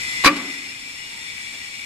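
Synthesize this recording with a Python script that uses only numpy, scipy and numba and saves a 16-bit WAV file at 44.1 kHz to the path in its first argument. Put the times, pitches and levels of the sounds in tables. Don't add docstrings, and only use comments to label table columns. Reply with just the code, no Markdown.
import sys
import numpy as np
from scipy import signal
from scipy.fft import rfft, irfft
from scipy.io import wavfile
from scipy.ndimage import uniform_filter1d
from numba import njit

SR = 44100
rng = np.random.default_rng(int(sys.argv[2]) if len(sys.argv) > 2 else 0)


def int16_out(signal):
    q = np.round(np.clip(np.atleast_2d(signal).T, -1, 1) * 32767)
    wavfile.write(sys.argv[1], SR, q.astype(np.int16))


N = 81585

# freq_hz, density_db
TOWN_SPECTRUM = [(25, -5), (100, -2.1), (270, -3), (400, -7.5), (600, -11), (900, -5), (1700, -5.5),
                 (2300, -55)]
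TOWN_DB = -42.5

# freq_hz, density_db
HISS_SPECTRUM = [(1200, -41.5), (1750, -68), (2000, -4), (2400, -3.5), (3100, -7.5), (3600, -9.5),
                 (4500, -4), (4950, -12), (5400, -8), (6600, -14.5), (7500, -5.5), (9000, -20.5),
                 (11500, -19), (13000, -31), (15500, -44)]
MACHINE_PITCHES = [1960, 2015, 2095, 2270, 2338, 2405, 2475, 2745, 2860, 3397, 3500, 3640, 4300, 5300, 6200,
                   7470, 8500, 10050]
# width_hz, relative_level_db
MACHINE_RINGS = [(11.4, 1.5), (14, -68), (18, 0.5), (34, 3), (23.1, 2), (17, -14), (17.3, 0.5),
                 (25.1, -3.5), (20, -9), (23.2, -2.5), (29.7, -2.5), (28, -4), (55.6, -6.5), (74, 1.5),
                 (60, -10), (75, -7.5), (215, -2), (120, -17)]
# time_s, gain_db
MACHINE_LOAD = [(0, 0.7), (.2, 0.3), (0.502, 3), (.75, -0.3), (1.099, 0.4), (1.45, 1), (1.85, 0)]
# freq_hz, share_0_to_1
FAR_LIKENESS = [(60, .99), (130, .98), (290, .85), (640, .3), (1400, .15), (3000, .15)]
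# freq_hz, left_minus_right_db
FAR_PAN = [(200, -0.9), (1300, -0.9), (2400, 9), (4400, -0.7), (9000, 1.1)]
HISS_DB, MACHINE_RINGS_DB = -32.5, -30
FLICKER_DB, WAVER_DB, GRIT_DB = 2.5, 2, 2

# start_s, length_s, pitch_hz, level_db
SQUEAKS = [(-.05, 0.74, 2025, -26), (0.682, 0.3, 2337, -32), (0.979, 0.12, 2873, -33),
           (1.075, 0.18, 906, -43.5), (1.24, 0.084, 3520, -37), (1.277, .3, 2301, -31),
           (1.573, 0.25, 2290, -34.5)]
# start_s, length_s, level_db
SCUFFS = [(1.522, .045, -43)]
# freq_hz, density_db
SCUFF_SPECTRUM = [(100, -8), (400, 0.1), (1200, -4), (2500, -14), (6000, -40), (9000, -70)]

# start_s, level_db, nominal_contact_ms, treble_crack_db
LANDINGS = [(0.239, -17, 0.11, -31), (.245, -4, 0.61, -11), (0.248, -6.5, 0.18, -8),
            (0.255, -7.5, 0.74, -8.5), (0.2583, -4, 0.55, -7.5), (0.2614, -7, 0.39, -3.5),
            (0.265, 0, 0.96, -7), (0.269, -10.5, 0.27, -9), (0.272, -5.5, 0.36, -13.5),
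            (.275, -3.5, 0.13, -19), (.278, -2.5, 0.19, -32), (0.284, -12.5, 0.12, -42),
            (.288, -29, 0.13, -41), (0.365, -19.5, .1, -19.5)]
LID_PITCHES = [553, 1035, 1084, 1153, 1198, 1403, 1525, 1962, 2240, 2402, 2467, 2853, 3990, 4780]
# relative_level_db, t60_s, left_minus_right_db
LID_MODES = [(-12.5, .16, -4), (-38, 0.12, 2), (-27, 0.099, -5), (3, 0.14, 0.5), (-4, 0.18, -2),
             (-12.5, 0.1, -8), (-22, 0.24, -9), (-12, 0.11, 3.0), (-7.5, 0.077, 20.5), (-2, 0.054, 25),
             (-10, .18, 12), (-7, 0.087, -10), (-3.5, 0.017, -28.5), (-9.5, 0.036, -22)]
# start_s, level_db, nominal_contact_ms
THUDS = [(.247, -23, 2), (.259, -10.5, 1.54)]
FRAME_PITCHES = [45, 181, 250, 272, 289, 306]
# level_db, t60_s
FRAME_MODES = [(-10, 0.1), (-18, 0.71), (-21, 0.52), (-24.5, 2.3), (1.5, 0.45), (-2.5, 0.35)]
# freq_hz, density_db
CRASH_SPECTRUM = [(30, -20), (130, -28), (300, -16), (650, -14), (1100, 0), (2500, -2), (3200, -14),
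                  (5000, -30)]
# freq_hz, density_db
CRACK_SPECTRUM = [(2000, -18), (3200, -3), (4000, 1), (5000, 2), (6500, -5), (9000, -8.5), (11500, -10.5),
                  (15500, -71)]
# freq_hz, density_db
YARD_SPECTRUM = [(59, -60), (100, -23.5), (292, 3.5), (505, -14), (1160, -11), (1680, -13.5), (2320, -10),
                 (3650, -18.5), (9000, -41), (11700, -60), (19800, -120)]
# freq_hz, share_0_to_1
LID_LIKENESS = [(40, 0.8), (300, 0.95), (640, 0), (1400, 1), (3000, 0.08), (7000, 0.07)]
# freq_hz, left_minus_right_db
CRASH_PAN = [(300, -1), (1200, -1.2), (2400, 8.5), (4400, 0.5), (12000, -3)]
LID_DB, CRASH_DB = -12, 0
CHATTER_DB, CHATTER_T60_S, CHATTER_SPREAD_DB = -12.5, 0.015, 3.0
CRASH_T60_S, CRACK_T60_S = 0.066, 0.06
WALL_DELAY_S, WALL_DB, WALL_LOWPASS_HZ = 0.12, -23.5, 1260
YARD_DB, YARD_T60_S, YARD_DELAY_S = -19.5, 0.85, 0.018
FAR_LAG_MS, LID_LAG_MS = 0.2965, 0.06

DUCK_DB, DUCK_START_DB, DUCK_ATTACK_S, DUCK_RELEASE_S = -7, -17, 0.014, 40
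QUICK_DB, QUICK_RELEASE_S = 1, 0.02
CLIP_AMPLITUDE, TOP_HZ = 1.03, 15400


def undb(db):
    return 10 ** (np.asarray(db) / 20)


def level(x, db):
    return x * undb(db) / np.sqrt(np.mean(x ** 2))


def over_hz(table):
    points = np.array(table, float)
    bins_hz = np.arange(N // 2 + 1) * SR / N
    return np.interp(np.log(bins_hz + 1), np.log(points[:, 0]), points[:, 1])


def late(ms):
    return np.exp(-2j * np.pi * np.arange(N // 2 + 1) * SR / N * ms / 1000)


def ring(x, hz, t60_s):
    pole = np.exp(2j * np.pi * hz / SR - np.log(1000) / (t60_s * SR))
    return signal.lfilter([1], [1, -pole], x + 0j).imag


def walk(rate_hz):
    hold = int(SR / rate_hz)
    steps = np.repeat(rng.standard_normal(N // hold + 1), hold)
    return 0.78 * uniform_filter1d(uniform_filter1d(steps, hold), hold)[:N]


def fade(t60_s, count):
    return np.exp(-np.log(1000) * np.arange(count) / SR / t60_s)


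def grit(spread_db):
    return level(rng.standard_normal(N) * undb(spread_db * rng.exponential(size=N)), 0)


def colour(table):
    return level(irfft(rfft(rng.standard_normal(N)) * undb(over_hz(table)), N), 0)


def pushes(table):
    out = np.zeros(N)
    for start_s, db, contact_ms in table:
        push = signal.windows.hann(int(max(contact_ms, .05) * SR / 1000) + 3)
        first = int(start_s * SR)
        out[first:first + len(push)] += undb(db) * push / push.sum()
    return out


def after(t60_s, hits):
    power = signal.fftconvolve(hits ** 2, fade(t60_s, count=N) ** 2)[:N]
    return np.sqrt(power.clip(0))


def ports(shared, other, likeness, pan, lag_ms):
    share = np.clip(likeness, 0, 1)
    shared, other, tilt = rfft(shared), rfft(other), undb(over_hz(pan) / 2)
    left = shared * tilt * late(lag_ms)
    right = (np.sqrt(share) * shared + np.sqrt(1 - share) * other) / tilt
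    return np.array([irfft(left, N), irfft(right, N)])


def town():
    return undb(TOWN_DB) * colour(TOWN_SPECTRUM)


def machine(wavers, load):
    drive = grit(GRIT_DB) * undb(FLICKER_DB * walk(90))
    rings = np.zeros(N)
    for waver, hz, (width_hz, _) in zip(wavers, MACHINE_PITCHES, MACHINE_RINGS):
        rings += waver * level(ring(drive, hz, np.log(1000) / np.pi / width_hz), 0)
    highpass = signal.butter(4, 1700., "high", fs=SR, output="sos")
    rings = level(signal.sosfilt(highpass, rings), MACHINE_RINGS_DB)
    hiss = level(irfft(rfft(grit(GRIT_DB)) * undb(over_hz(HISS_SPECTRUM)), N), HISS_DB)
    return load * (rings + hiss)


def far():
    wavers = [undb(db + WAVER_DB * walk(4.65)) for _, db in MACHINE_RINGS]
    load = undb(np.interp(np.arange(N) / SR, *np.array(MACHINE_LOAD).T))
    shared = machine(wavers, load) + town()
    other = machine(wavers, load) + town()
    return ports(shared, other, over_hz(FAR_LIKENESS), FAR_PAN, FAR_LAG_MS)


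def swell(start_s, length_s):
    phase = np.clip((np.arange(N) / SR - start_s) / length_s, 0, 1)
    return np.sin(np.pi * phase) ** .5


def squeaks():
    t = np.arange(N) / SR
    tones = np.zeros(N)
    for start_s, length_s, hz, db in SQUEAKS:
        gain = undb(db + 1.3 * walk(50.3)) * swell(start_s, length_s)
        tones += gain * np.sin(2 * np.pi * hz * t + 1.3 * walk(30.46))
    return ports(tones, tones, 1, FAR_PAN, FAR_LAG_MS)


def scuff():
    return sum(undb(db) * swell(start_s, length_s) for start_s, length_s, db in SCUFFS) * colour(SCUFF_SPECTRUM)


def lid_noise(envelope, spectrum):
    shared, other = envelope * colour(spectrum), envelope * colour(spectrum)
    return ports(shared, other, over_hz(LID_LIKENESS), CRASH_PAN, LID_LAG_MS)


def frame():
    force = pushes(THUDS)
    return sum(undb(db) * ring(force, hz, t60_s) for hz, (db, t60_s) in zip(FRAME_PITCHES, FRAME_MODES))


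def lid_modes(hits):
    chatter = undb(CHATTER_DB) * after(CHATTER_T60_S, hits) * grit(CHATTER_SPREAD_DB)
    force = pushes([row[:3] for row in LANDINGS]) + chatter
    force = signal.sosfilt(signal.butter(2, 300., "high", fs=SR, output="sos"), force)
    modes = np.zeros((2, N))
    for hz, (db, t60_s, pan_db) in zip(LID_PITCHES, LID_MODES):
        modes += undb(db + np.array([[pan_db / 2], [-pan_db / 2]])) * ring(force, hz, t60_s)
    return undb(LID_DB) * modes


def wall_echo(near):
    lowpass = signal.butter(2, WALL_LOWPASS_HZ, fs=SR, output="sos")
    return undb(WALL_DB) * signal.sosfilt(lowpass, np.roll(near, int(WALL_DELAY_S * SR), axis=1))


def yard_echo(hits):
    envelope = np.roll(after(YARD_T60_S, hits), int(YARD_DELAY_S * SR))
    return undb(YARD_DB) * lid_noise(uniform_filter1d(envelope, size=600), YARD_SPECTRUM)


def lid():
    hits = pushes([(start_s, db, 0) for start_s, db, _, _ in LANDINGS])
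    sharp_hits = pushes([(start_s, crack_db, 0) for start_s, _, _, crack_db in LANDINGS])
    crash = undb(CRASH_DB) * lid_noise(after(CRASH_T60_S, hits), CRASH_SPECTRUM)
    crack = lid_noise(after(CRACK_T60_S, sharp_hits), CRACK_SPECTRUM)
    near = lid_modes(hits) + frame() + crash + crack
    return near + wall_echo(near) + yard_echo(hits)


def scene():
    return far() + squeaks() + scuff() + lid()


@njit
def follow(x, attack, release):
    y, e = np.empty(len(x)), 0.
    for i in range(len(x)):
        e += (x[i] - e) * (attack if x[i] > e else release)
        y[i] = e
    return y


def record(dry):
    power = uniform_filter1d(np.mean(dry ** 2, axis=0), size=200)
    loud = np.clip((10 * np.log10(power + 1e-12) - DUCK_START_DB) / 6, 0, 1)
    slow = follow(loud, 1 / (DUCK_ATTACK_S * SR), 1 / (DUCK_RELEASE_S * SR))
    quick = follow(loud, 1 / (DUCK_ATTACK_S * SR), 1 / (QUICK_RELEASE_S * SR))
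    ducked = dry * undb(DUCK_DB * slow + QUICK_DB * quick)
    clipped = ducked / (1 + np.abs(ducked / CLIP_AMPLITUDE) ** 6) ** (1 / 6)
    return signal.sosfilt(signal.ellip(10, .2, 60, TOP_HZ, fs=SR, output="sos"), clipped)


dry = scene()
out = record(dry)
int16_out(out)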